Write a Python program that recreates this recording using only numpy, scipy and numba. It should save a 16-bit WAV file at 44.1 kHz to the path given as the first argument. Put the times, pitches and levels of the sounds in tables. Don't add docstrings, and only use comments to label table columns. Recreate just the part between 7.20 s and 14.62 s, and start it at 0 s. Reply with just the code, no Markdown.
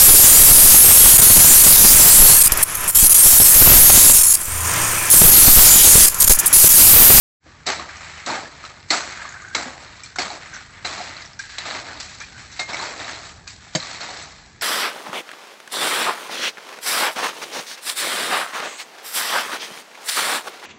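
import sys
import numpy as np
from scipy import signal
from scipy.fft import rfft, irfft
from scipy.io import wavfile
from scipy.ndimage import uniform_filter1d
from numba import njit

SR = 44100
rng = np.random.default_rng(int(sys.argv[2]) if len(sys.argv) > 2 else 0)


def gain_from_db(level_db):
    decades = np.asarray(level_db, float) / 20
    return 10 ** decades


def generate_wav(signal):
    frames = np.transpose(np.atleast_2d(signal))
    scaled = np.clip(frames, -1, 1) * 32767
    pcm = np.round(scaled).astype(np.int16)
    wavfile.write(sys.argv[1], SR, pcm)


N = 327222
T = np.arange(N) / SR
HZ = np.fft.rfftfreq(N, 1 / SR) + 1e-9


def unit(x):
    return x / np.sqrt(np.mean(x ** 2))


def colour(x, points):
    hz, db = np.transpose(points)
    return irfft(rfft(x) * gain_from_db(np.interp(np.log(HZ), np.log(hz), db)), N)


def band(x, hz, width):
    return signal.lfilter(*signal.iirpeak(hz, hz / width, SR), x)


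def walk(rate):
    k = int(SR / rate)
    held = np.repeat(rng.standard_normal(N // k + 1), k)
    return uniform_filter1d(uniform_filter1d(held, k), k)[:N]


def move(t, s, db, rise, hold, fall_db):
    up = np.clip((t - s) / rise, 0, 1)
    return up * up * (3 - 2 * up) * gain_from_db(db - fall_db * np.clip(t - s - rise - hold, 0, None))


@njit
def rings(count, start, hz, t60, size, rate):
    out = np.zeros(count)
    for k in range(len(start)):
        turn = np.exp((2j * np.pi * hz[k] - 6.9 / t60[k]) / rate)
        z = size[k] + 0j
        for i in range(start[k], min(count, start[k] + int(.83 * t60[k] * rate))):
            out[i] += z.imag
            z *= turn
    return out


def ring(s, hz, t60, size):
    s, hz, t60, size = (np.ascontiguousarray(v, float) for v in np.broadcast_arrays(s, hz, t60, size))
    return rings(N, (s * SR).astype(np.int64), hz, np.clip(t60, .003, .5), size, 1. 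* SR)


def strike(s, hz, t60, size):
    return ring(s, hz, t60, size) - ring(s, hz, .006, size)


def knock(rows, t60_s):
    s, db, hz = np.transpose(rows)
    off = rng.standard_normal((2, len(s)))
    t60 = t60_s * (1500 / hz) ** .6
    first = strike(s, hz, t60, gain_from_db(db - 12.5))
    second = strike(s + 0.0032, hz * (1 + 0.099 * off[0]), 0.5 * t60, gain_from_db(db - 18.5))
    tick = sum(ring(s, tick_hz * (1 + 0.19 * off[1]), 0.0067, gain_from_db(db - 31.0))
               for tick_hz in (2400, 4200, 6600))
    return first + second + tick


# frequency in Hz, level in dB per Hz.
YARD_AIR = [(12, -35.5), (20, 3), (82, 10.5), (108, 8.5), (431, -4.5), (662, -13), (769, -2), (1370, -13.5),
            (1680, 1.5), (2160, -23), (2920, -19.5), (4260, -25.5), (5480, -13.5), (7600, -20), (8200, -27),
            (10700, -64), (18000, -120)]
# time in seconds, level in dB.
TRAFFIC = [
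    (1.1, -54.5),
    (4.5, -53),
    (6, -52),
    (7.42, -54),
]
# time in seconds, level in dB.
IDLE = [
    (.25, -69),
    (.4, -50),
    (.62, -46),
    (.7, -50.5),
    (.85, -47.5),
    (1.08, -51.5),
    (1.2, -76),
]


def yard():
    rumble = unit(colour(rng.standard_normal(N), YARD_AIR)) * gain_from_db(-51 + 1.5 * walk(3))
    traffic = unit(band(band(rng.standard_normal(N), 95, 83), 50, 110))
    traffic *= gain_from_db(np.interp(T, *np.transpose(TRAFFIC), -60) - 0.5)
    turn = 2 * np.pi * np.cumsum(76 + 1.5 * walk(4)) / SR
    hum = np.sin(turn) + .5 * np.sin(2 * turn)
    hum *= gain_from_db(np.interp(T, *np.transpose(IDLE)) + 1.7 * walk(10.0))
    return rumble + traffic + hum


# start in seconds, level in dB, hold in seconds, fall in dB per second, note in Hz.
SQUEALS = [
    (0.261, -58, 0.19, 203, 1145),
    (1.962, -45, 0.12, 255, 1535),
    (2.118, -43.5, 0.37, 248, 1481),
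    (3.321, -40.5, 0.031, 200, 1506),
    (3.512, -64, 0.064, 249, 1690),
    (4.1915, -35, .009, 2500, 1590),
    (2.87, -55, 0.06, 301, 1494),
    (4.219, -45, 0.2, 243, 1625),
    (4.683, -33, 0.0081, 1497, 1670),
    (5.093, -50, 0.1, 302, 1493),
]


def slab(loose):
    out = np.zeros(N)
    chatter_hz, glide_hz_s = 900, 600
    chatter = band(loose, chatter_hz, 170)
    jerk = gain_from_db(2.5 * walk(150))
    for s, db, hold, fall_db, hz in SQUEALS:
        turn = 2 * np.pi * np.cumsum(hz + glide_hz_s * np.clip(T - s, 0, .3)) / SR
        shifted = chatter * np.cos(turn - 2 * np.pi * chatter_hz * T)
        clean_db = -7 + 13 * (hold < .02)
        note = unit(band(shifted, hz, 450)) + gain_from_db(clean_db) * np.sin(turn)
        out += note * jerk * move(T, s, db, .003, hold, fall_db)
    return out


# start in seconds, peak in dB, pitch in Hz.
LANDINGS = [
    (0.26, -38.5, 318),
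    (0.476, -24, 386),
    (1.111, -39, 304),
    (2.459, -25.5, 252),
    (3.042, -36, 189),
    (5.486, -40, 187),
]


def landings():
    s, db, hz = np.transpose(LANDINGS)
    return ring(s, hz, 0.12, gain_from_db(db - 5.5)) + ring(s + 0.006, 2.1 * hz, 0.061, gain_from_db(db - 8.0))


# start in seconds, peak in dB, pitch in Hz.
GRIT = [(1.8138, -18, 6350), (1.9244, -27.5, 6380), (2.0907, -23.5, 6730), (2.124, -28, 6700),
        (2.2199, -29, 6850), (2.2852, -33, 6650), (2.8345, -25, 7630), (2.9588, -34, 6200),
        (3.3376, -25, 6200), (3.345, -24, 6000), (3.3586, -25, 5950), (4.0208, -26.5, 4950),
        (4.059, -26, 5600), (4.133, -32, 5160), (4.1912, -20.5, 5780), (4.802, -29, 5850),
        (5.0025, -22, 6170), (5.5334, -18, 5500), (6.2756, -25, 6170), (7.0234, -25, 7850),
        (7.4114, -18.5, 5200), (7.412, -19, 7700), (7.4125, -21, 1924)]


def clinks():
    s, db, hz = np.transpose(GRIT)
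    out = ring(s, hz, .016, gain_from_db(db - 5))
    for lag, shift in ((.002, .93), (.005, 1.06), (.012, .97)):
        out += ring(s + lag, shift * hz, .016, gain_from_db(db - 12 - 500 * lag))
    return out


# start in seconds, peak in dB, pitch in Hz.
PEBBLES = [(0.26, -30.5, 525), (0.808, -16, 1290), (1.256, -8.5, 1720), (1.449, -10, 1290),
           (1.821, -6, 1500), (1.952, -22, 1690), (2.018, -4, 1680), (2.052, -6, 1150), (2.091, -21, 1240),
           (2.142, -9, 1680), (2.223, -14, 1200), (2.249, -11, 1590), (2.312, -12, 1500),
           (2.737, -22, 1650), (3.102, -6.5, 810), (3.967, -14, 1260), (4.454, -9, 1220),
           (4.885, -12, 2480), (5.799, -15, 710), (5.845, -0.5, 3950), (6.363, -25, 5330),
           (6.469, -22, 830), (6.811, -19, 650), (6.889, -12.5, 760), (7.024, -20, 1730)]


def pebbles():
    return knock(PEBBLES, .018)


# start in seconds, peak in
# dB, pitch in Hz.
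SNAPS = [(1.0625, -28, 4430), (1.0804, -26, 4340), (1.4513, -25.5, 4350), (1.5, -35, 5460),
         (1.603, -39, 4500), (1.629, -34, 4200), (1.7049, -14, 4290), (2.0902, -45, 6850),
         (2.2195, -39, 6800), (2.2314, -36, 6470), (2.2852, -43, 6610), (2.3489, -14, 3810),
         (2.834, -39, 4300), (2.9585, -29, 6100), (2.9851, -31, 4470), (3.6486, -18, 3880),
         (4.0202, -37, 4300), (4.0512, -34, 4830), (4.0592, -37, 5680), (4.076, -35, 5530),
         (4.133, -37, 5170), (4.3829, -19, 4030), (4.4544, -25, 4000), (4.8017, -24, 4230),
         (6.277, -29, 4330), (6.364, -33, 5170), (6.4074, -37, 5670), (6.551, -25, 4730),
         (6.671, -29.5, 4050),
         (1.9512, -32, 1710), (1.9743, -30, 1390), (1.9944, -28, 1180), (2.0086, -29, 1630),
         (2.0168, -24, 1700), (2.0204, -38, 1380), (2.034, -32, 2460), (2.0489, -32, 1530),
         (2.0522, -23, 1400), (2.057, -24, 1530), (2.074, -38, 1770), (2.0911, -35, 2140),
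         (2.106, -25, 1680), (2.1227, -27, 1630), (2.139, -38, 1510), (2.152, -25, 1250),
         (2.161, -34, 1380), (2.1707, -24, 1560), (2.2223, -27, 1500), (2.249, -30, 1490),
         (2.3124, -31, 1490), (2.347, -20, 2080), (2.0190, -30.5, 1300), (2.9605, -19, 1470),
         (4.193, -33, 1570), (6.2772, -35, 2450), (6.467, -40, 1960)]


def snaps():
    s, db, hz = np.transpose(SNAPS)
    dull = hz < 2800
    t60 = .006 * np.where(dull, 2.2, 1)
    spread = np.where(dull, .6, .75)
    size = gain_from_db(db - 6)
    out = np.zeros(N)
    for share in (.6, .82, 1, 1.25):
        note_hz = share ** spread * hz
        out += ring(s, np.minimum(note_hz, 7800), t60, size) - ring(s, note_hz, .003, size * dull)
    return out


# start in seconds, peak in dB,
# pitch in Hz.
JAMS = [(0.494, -16, 1990), (0.595, -19.5, 1200), (0.693, -24, 1710), (1.11, -19, 980),
        (1.117, -18, 1410), (1.439, -20.5, 1270), (1.731, -12.5, 1420), (1.74, -20, 1350),
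        (1.764, -23.5, 2080), (3.005, -21, 2110), (3.022, -20, 2170), (3.117, -24, 814),
        (3.165, -31, 1120), (3.698, -27, 1320), (3.72, -21.5, 1200), (3.8, -17.5, 770),
        (4.294, -27, 1690), (4.352, -23.5, 1620), (4.635, -25.5, 750), (4.72, -26, 1600),
        (5.396, -29, 2110), (5.502, -18, 1180), (5.544, -16, 2160), (5.574, -23, 2010),
        (5.598, -16.5, 1150), (5.687, -22.5, 633), (5.88, -22, 1640), (3.785, -22, 781),
        (5.015, -22, 1700), (6.469, -45, 1970), (6.859, -43, 2260),
        (0.4705, -11.5, 3890), (0.5936, -26, 4200), (0.7682, -27, 6120), (0.9383, -38, 4200),
             (1.1029, -15, 4360), (1.4507, -25, 4250), (1.4994, -37, 3630), (1.602, -37, 4290),
             (1.9694, -31, 3880), (2.678, -30, 4130), (3.021, -13.5, 4500), (3.103, -22, 4200),
             (3.7094, -18, 3900), (3.812, -28, 4060), (3.79, -25, 4060), (3.9439, -32, 4040),
             (3.967, -22.5, 4280), (4.0204, -28, 4260), (4.455, -21, 4000), (4.5076, -19, 3940),
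             (4.6493, -28, 4220), (4.6818, -29, 4040), (4.7427, -25.5, 4170), (4.7707, -26, 3980),
             (5.3158, -31, 6030), (5.325, -29, 6050), (5.665, -23, 4400), (5.941, -30, 4200),
             (6.024, -29, 4100), (5.398, -18, 3860), (5.4914, -19.5, 4290), (5.5009, -24, 3870),
             (5.5674, -15.5, 3720), (5.7993, -20, 4000), (6.2763, -24.5, 4500), (6.5564, -14, 6380),
             (6.6018, -15, 4340), (6.626, -18, 4020), (6.671, -31, 3910), (6.758, -22, 4060),
             (6.8122, -17.5, 4060), (6.8894, -22, 4080)]


def jams(count=4):
    s, db, hz = np.transpose(JAMS)[:, :, None]
    lag, off, hard = rng.random((3, len(s), count))
    lasts_s, pitch_spread = 0.0087, .09
    when = s + lasts_s * lag * np.arange(count) / count
    pitch = hz * (1 + pitch_spread * (2 * off - 1))
    t60 = .026 * (1500 / hz) ** 0.21
    notes = np.broadcast_arrays(when, pitch, t60, gain_from_db(db - 9 - 4 * hard))
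    return ring(*(np.ravel(v) for v in notes))


# frequency in Hz, level in dB, t60 in seconds.
LOADED = [(710, -11, 0.059), (2080, -18.5, 0.099), (3950, -0.5, 0.05), (4800, -8.5, 0.046)]
# start in seconds, level in dB, extra treble in dB.
BITES = [
    (0.4681, -21, -2),
    (.475, -16.5, -2),
    (1.0625, -32, 4),
    (1.728, -16.5, -4),
    (2.348, -23, 4),
    (2.9855, -9, -22),
    (2.994, -32.5, 7),
    (3.6485, -15.5, -4),
    (3.6585, -30.5, 8),
    (4.384, -36, 13),
]


def bites():
    hz, mode_db, t60 = np.transpose(LOADED)
    out = np.zeros(N)
    for s, db, treble_db in BITES:
        off = 1 + .025 * rng.standard_normal(len(hz))
        out += ring(s, hz * off, t60, gain_from_db(db + mode_db + treble_db * (hz > 3000)))
    return out


# start in seconds, peak in dB, pitch in Hz.
NOTES = [
    (1.101, -7, 950),
    (1.704, 8, 4290),
    (2.349, 0.5, 2180),
    (2.859, -15.5, 4230),
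    (2.959, -9, 1447),
    (2.985, -1.5, 2180),
    (5.012, -14, 2360),
    (5.037, -17, 2420),
    (5.533, -8.5, 2240),
    (5.599, -7, 4070),
]


def blade_notes():
    return knock(NOTES, .05)


# start in seconds, level in dB, then its modes,
# each a frequency in Hz, level in dB and t60 in seconds.
CLANGS = [
    (1.7045, -23.5, [(710, -17, 0.095), (1400, -13, .1), (2045, 7.5, 0.053), (4100, -6, .08), (5390, 4, 0.051), (7550, -10, 0.083)]),
    (2.834, -41, [(2380, 5, 0.044), (5310, 13, 0.065), (6140, 4, .06), (7900, 6, 0.055)]),
    (4.191, -31.5, [(1660, -2, .12), (2380, -10, .1)]),
    (4.383, -20.5, [(2090, -4, 0.035), (3340, -4, 0.024), (3990, -3, 0.031), (5270, -10.5, .03)]),
    (5.3927, -24, [(1280, -9, 0.018), (2131, 0.5, 0.34), (2230, -13, .12), (760, 5, 0.028), (2550, -5, 0.07), (3946, 7, 0.04), (3698, -10, 0.15), (4264, -6, 0.22), (4479, -5, 0.07), (6885, -17, .14), (5450, -18.5, .2), (6150, -14, 0.28), (6700, -16.5, 0.2)]),
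    (2.9585, -37, [(6200, 4, .03), (7400, -3, .03), (4100, -8, .08)]),
    (2.985, -22, [(5350, 6, .035), (3060, -1, .05), (4600, -4.5, 0.05), (2070, -10, .09), (1630, -3, .08)]),
    (6.275, -36, [(2470, -1, 0.051), (4320, 4, 0.037), (1650, 0, 0.062), (7700, -1, .04)]),
    (6.550, -13, [(155, 2, 0.03), (318, -5, 0.043), (640, 1, 0.036), (2120, -18, 0.12), (3090, -7.5, 0.11), (4660, -0.5, 0.026), (3900, -3, 0.04), (520, -2.5, 0.069), (5340, -9.5, 0.11), (6380, -10, 0.1), (7580, -3, 0.038)]),
]
THUD = -36, 170, .04


def clangs():
    free = np.zeros(N)
    for s, level_db, modes in CLANGS:
        hz, db, t60 = np.transpose(modes)
        free += strike(s, hz, np.minimum(t60, .3), gain_from_db(level_db + db))
    db, hz, t60 = THUD
    age = np.clip(T - CLANGS[-1][0], 0, None)
    slap = unit(band(band(rng.standard_normal(N), hz, 100), hz, 200))
    slap *= gain_from_db(db - 60 * age / t60) * (1 - np.exp(-age / 0.003))
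    rattle = .5 * np.roll(free, 37) - .4 * np.roll(free, 101)
    return free + rattle + slap


# frequency in Hz, width in Hz, level in dB.
BLADE = [(656, 170, -4.5), (2060, 530, 6.5), (4290, 690, 0.5), (5170, 74, -15.5), (6380, 23, -28.5),
         (7260, 150, -11)]
# frequency in Hz, level in dB per Hz.
GRAVEL = [(120, -10.5), (200, -8.5), (319, -4.5), (470, -12.5), (662, -5.5), (946, -2), (1040, -5.5),
          (1230, 1.5), (1870, -3), (2160, -6), (2810, -9), (4200, 2.5), (4990, -2.5), (7710, 0.5),
          (8200, 1), (10700, -59.5), (18000, -120)]


def stones(count=60000):
    when, pitch, hard, damp = rng.random((4, count))
    size = gain_from_db(np.minimum(-3.5 * np.log(1 - hard), 18))
    clicks = np.bincount((when * N).astype(int), size * np.sign(damp - .5), N)
    pings = ring(when * N / SR, 200 + 8000 * pitch, 0.048 + 0.078 * damp, size)
    drive = unit(clicks) + 0.95 * rng.standard_normal(N)
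    steel = sum(gain_from_db(db) * band(drive, hz, 1.4 * width) / np.sqrt(width) for hz, width, db in BLADE)
    loose = colour(unit(drive) + gain_from_db(-2.5) * unit(pings), GRAVEL)
    return loose, steel


EDGES_HZ = 1000, 2800, 5300


def split(x):
    below = [0] + [1 / (1 + (HZ / edge) ** 8) for edge in EDGES_HZ] + [1]
    return [unit(irfft(rfft(x) * np.sqrt(b - a), N)) for a, b in zip(below, below[1:])]


STAB_S = 1.062, 1.7035, 2.347, 2.9845, 3.6475, 5.392, 5.528, 6.548, 7.409
# level in dB, hold in seconds, fall in dB per second, weight of wet mix in dB.
PLUNGES = [
    (-33, 0.082, 138, 3),
    (-22, 0.0026, 92, -6.5),
    (-30, 0.004, 71.5, -1.5),
    (-30, 0.025, 93, -2.5),
    (-31.5, 0.0062, 88, -3.5),
    (-30, 0.0021, 280, -5.5),
    (-35.5, 0.12, 45, -2),
    (-27, 0.0071, 930, -6.5),
    (-42, .02, 100, -8.5),
]
# start in seconds, level in dB, hold in seconds, fall in dB per second, weight in dB.
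DRAGS = [(0.454, -27, 0.0029, 120, -2), (0.569, -40, 0.0072, 108, 0.5), (1.09, -42.5, .03, 120, 3),
         (1.18, -46, 0.039, 108, -1), (1.3, -52.5, 0.1, 59.7, -1), (1.48, -61, 0.058, 50, 5),
         (2.44, -61, 0.039, 90, 8), (2.58, -55, 0.16, 50.4, -5.5), (3.076, -40.5, 0.0056, 130, -1),
         (3.7, -40, 0.12, 60, -2), (3.97, -59, 0.027, 80, -14), (4.437, -36.5, 0.12, 168, -0.5),
         (4.63, -42, 0.052, 61.5, 0), (5.467, -37, 0.014, 150, 0), (5.768, -40.5, 0.1, 101.4, -1),
         (5.86, -44, 0.094, 72, -3.5), (6.0, -47.5, 0.042, 110, -7.5), (6.55, -41, 0.15, 60, -4),
         (6.781, -38.5, 0.098, 69.3, -2), (6.96, -44, 0.039, 300, -5), (7.03, -53.5, 0.075, 40, -6)]
# start in seconds, level in dB, hold in seconds, fall in dB per second, brightness in dB.
FAR = [(.24, -50, 0.14, 80, -9.5), (.67, -39.5, 0.075, 79.6, 3.5), (.78, -38.5, 0.17, 40, 4),
       (1.36, -43.5, 0.035, 60, -1.5), (1.415, -43, 0.017, 100, 5), (1.86, -36, 0.15, 60, 3),
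       (2.1, -47.5, 0.14, 90, 5), (2.55, -45, 0.26, 70, -3), (3.18, -42, 0.14, 60, 3.5),
       (3.31, -40.5, .05, 90, -3.5), (3.5, -42, 0.24, 60, -2), (3.878, -34, 0.082, 80, -12),
       (5.148, -44, 0.02, 60, 7.5), (5.28, -44, .08, 80, -4.5), (6.39, -50.5, 0.058, 90, 8)]
SKID_S = 2.833, 2.958, 3.335, 4.191, 4.29, 4.382, 4.8, 4.884, 5.001, 5.31, 6.274
# level in dB, hold in seconds, fall in dB per second, fine dust in dB.
SKIDS = [(-50, 0.014, 110, 4), (-49.5, .015, 200, -8), (-58, 0.021, 64, 14), (-45, 0.016, 84, 6),
         (-44, 0.025, 59, -1), (-36.5, 0.004, 52, -8.5), (-43.5, 0.016, 99, 7.5), (-48, 0.021, 52, 3),
         (-45.5, 0.014, 51, -1), (-50.5, 0.07, 31, 3.5), (-46, 0.0069, 140, 10)]
RISE_S = .005, .035, .04, .005
# levels of low, middle, bright and top in dB, then how far
# the move's last column (weight, brightness or dust) lifts each of them [dB per dB].
KINDS = [
    ((0, 0.0044, -7.5, -5.5), (1, 0.01, 0, 0)),
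    ((0, 0, -4.5, -9.5), (1, 0.015, -0.62, -1)),
    ((-19, -3.5, -36, -16.5), (1, 0.33, 3.5, 1.5)),
    ((-23.5, 0, -1.4, -5.5), (-1.5, 0.012, 0.48, 0.78)),
]
FALL_SHARE = 0.97, 1.46, 1.15, 1.21
TRICKLE_DB = -66, -58.5, -64.5, -66


def grind(loose, steel):
    t = T[::16]
    power = np.ones((4, len(t))) * gain_from_db(TRICKLE_DB)[:, None] ** 2
    moves = np.c_[STAB_S, PLUNGES], DRAGS, FAR, np.c_[SKID_S, SKIDS]
    for rows, rise, (part_db, lift) in zip(moves, RISE_S, KINDS):
        for s, db, hold, fall_db, colour_db in rows:
            for k, share in enumerate(FALL_SHARE):
                level_db = db + part_db[k] + lift[k] * colour_db
                power[k] += move(t, s, level_db, rise, hold, share * fall_db) ** 2
    lead_s, lead_db = 0.033, -23.5
    for s, (db, *_) in zip(STAB_S, PLUNGES):
        power[1:] += move(t, s - lead_s, db + lead_db, lead_s, 0, 900) ** 2
    jerk = .3 * walk(45) + .55 * walk(220) + 2.2 * walk(700)
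    out = np.zeros(N)
    for part, p in zip(split(unit(loose) + gain_from_db(-5) * unit(steel)), power):
        out += part * np.interp(T, t, np.sqrt(p)) * gain_from_db(jerk + 0.71 * walk(30))
    return out


# start in seconds, peak in dB, low share in dB, bright share in dB, ring in dB.
CHOPS = [(0.465, -14.5, 3, 16.5, 4.5), (1.063, 3.5, -23, 9, -32), (1.7036, 5, -23, 10.5, -3),
         (2.3498, 7, -19, 12.5, -27), (2.834, -47, -25, -10, -9), (2.9604, -6, -6, 7, -18),
         (2.9854, 10.5, 1.5, -3, -6), (3.646, -11, 3, -2, 6), (4.193, -14, -23, 12, -8),
         (4.384, 6.5, -2, 1.5, -16), (4.7997, -16, -24, 7.5, 7), (5, -9, -11, -27, 8),
         (5.395, -2, -8.5, 6, -11), (6.271, -2, -12, -8, -16), (6.5525, -35, -25, -1, -23),
         (7.4114, -9, -14, 8, 0.5)]


def chops(loose, steel):
    out = np.zeros(N)
    crack, shiver = split(loose[::-1]), split(steel[::-1])
    for s, db, low_db, bright_db, ring_db in CHOPS:
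        age = np.clip(T - s + 0.0011, 0, None)
        bite = 1 - np.exp(-age / 0.0035)
        fade = gain_from_db(-60 * age / 0.019)
        shares = low_db, 0, bright_db, bright_db + 4.0
        for stone, blade, share_db in zip(crack, shiver, shares):
            out += gain_from_db(db + share_db - 31.5) * bite * (stone * fade + gain_from_db(ring_db) * blade * fade ** 0.33)
    return out


def scene():
    background = yard()
    loose, steel = stones()
    hits = landings() + clinks() + pebbles() + snaps() + jams()
    hits += bites() + blade_notes() + clangs() + chops(loose, steel)
    age = T[:SR // 4]
    echo = rng.standard_normal(len(age)) * gain_from_db(-60 * age / 0.13) * (age > .006)
    wet = signal.fftconvolve(hits, echo / np.sqrt(np.sum(echo ** 2)))[:N]
    shovels = slab(loose) + grind(loose, steel) + hits + gain_from_db(-9) * wet
    small = signal.butter(6, 125, "high", fs=SR, output="sos")
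    return (background + signal.sosfilt(small, shovels))[None]


def top_cut(x):
    return signal.sosfilt(signal.butter(12, 9380, fs=SR, output="sos"), x)


def record(dry):
    fade = np.clip((T - 0.23) / 0.066 + .5, 0, 1) ** 2
    thin = signal.sosfilt(signal.butter(3, 36, "high", fs=SR, output="sos"), dry * fade)
    cut = signal.sosfilt(signal.ellip(12, .3, 70, 7997, fs=SR, output="sos"), thin)
    return top_cut(cut)


dry = scene()
out = record(dry)
generate_wav(out)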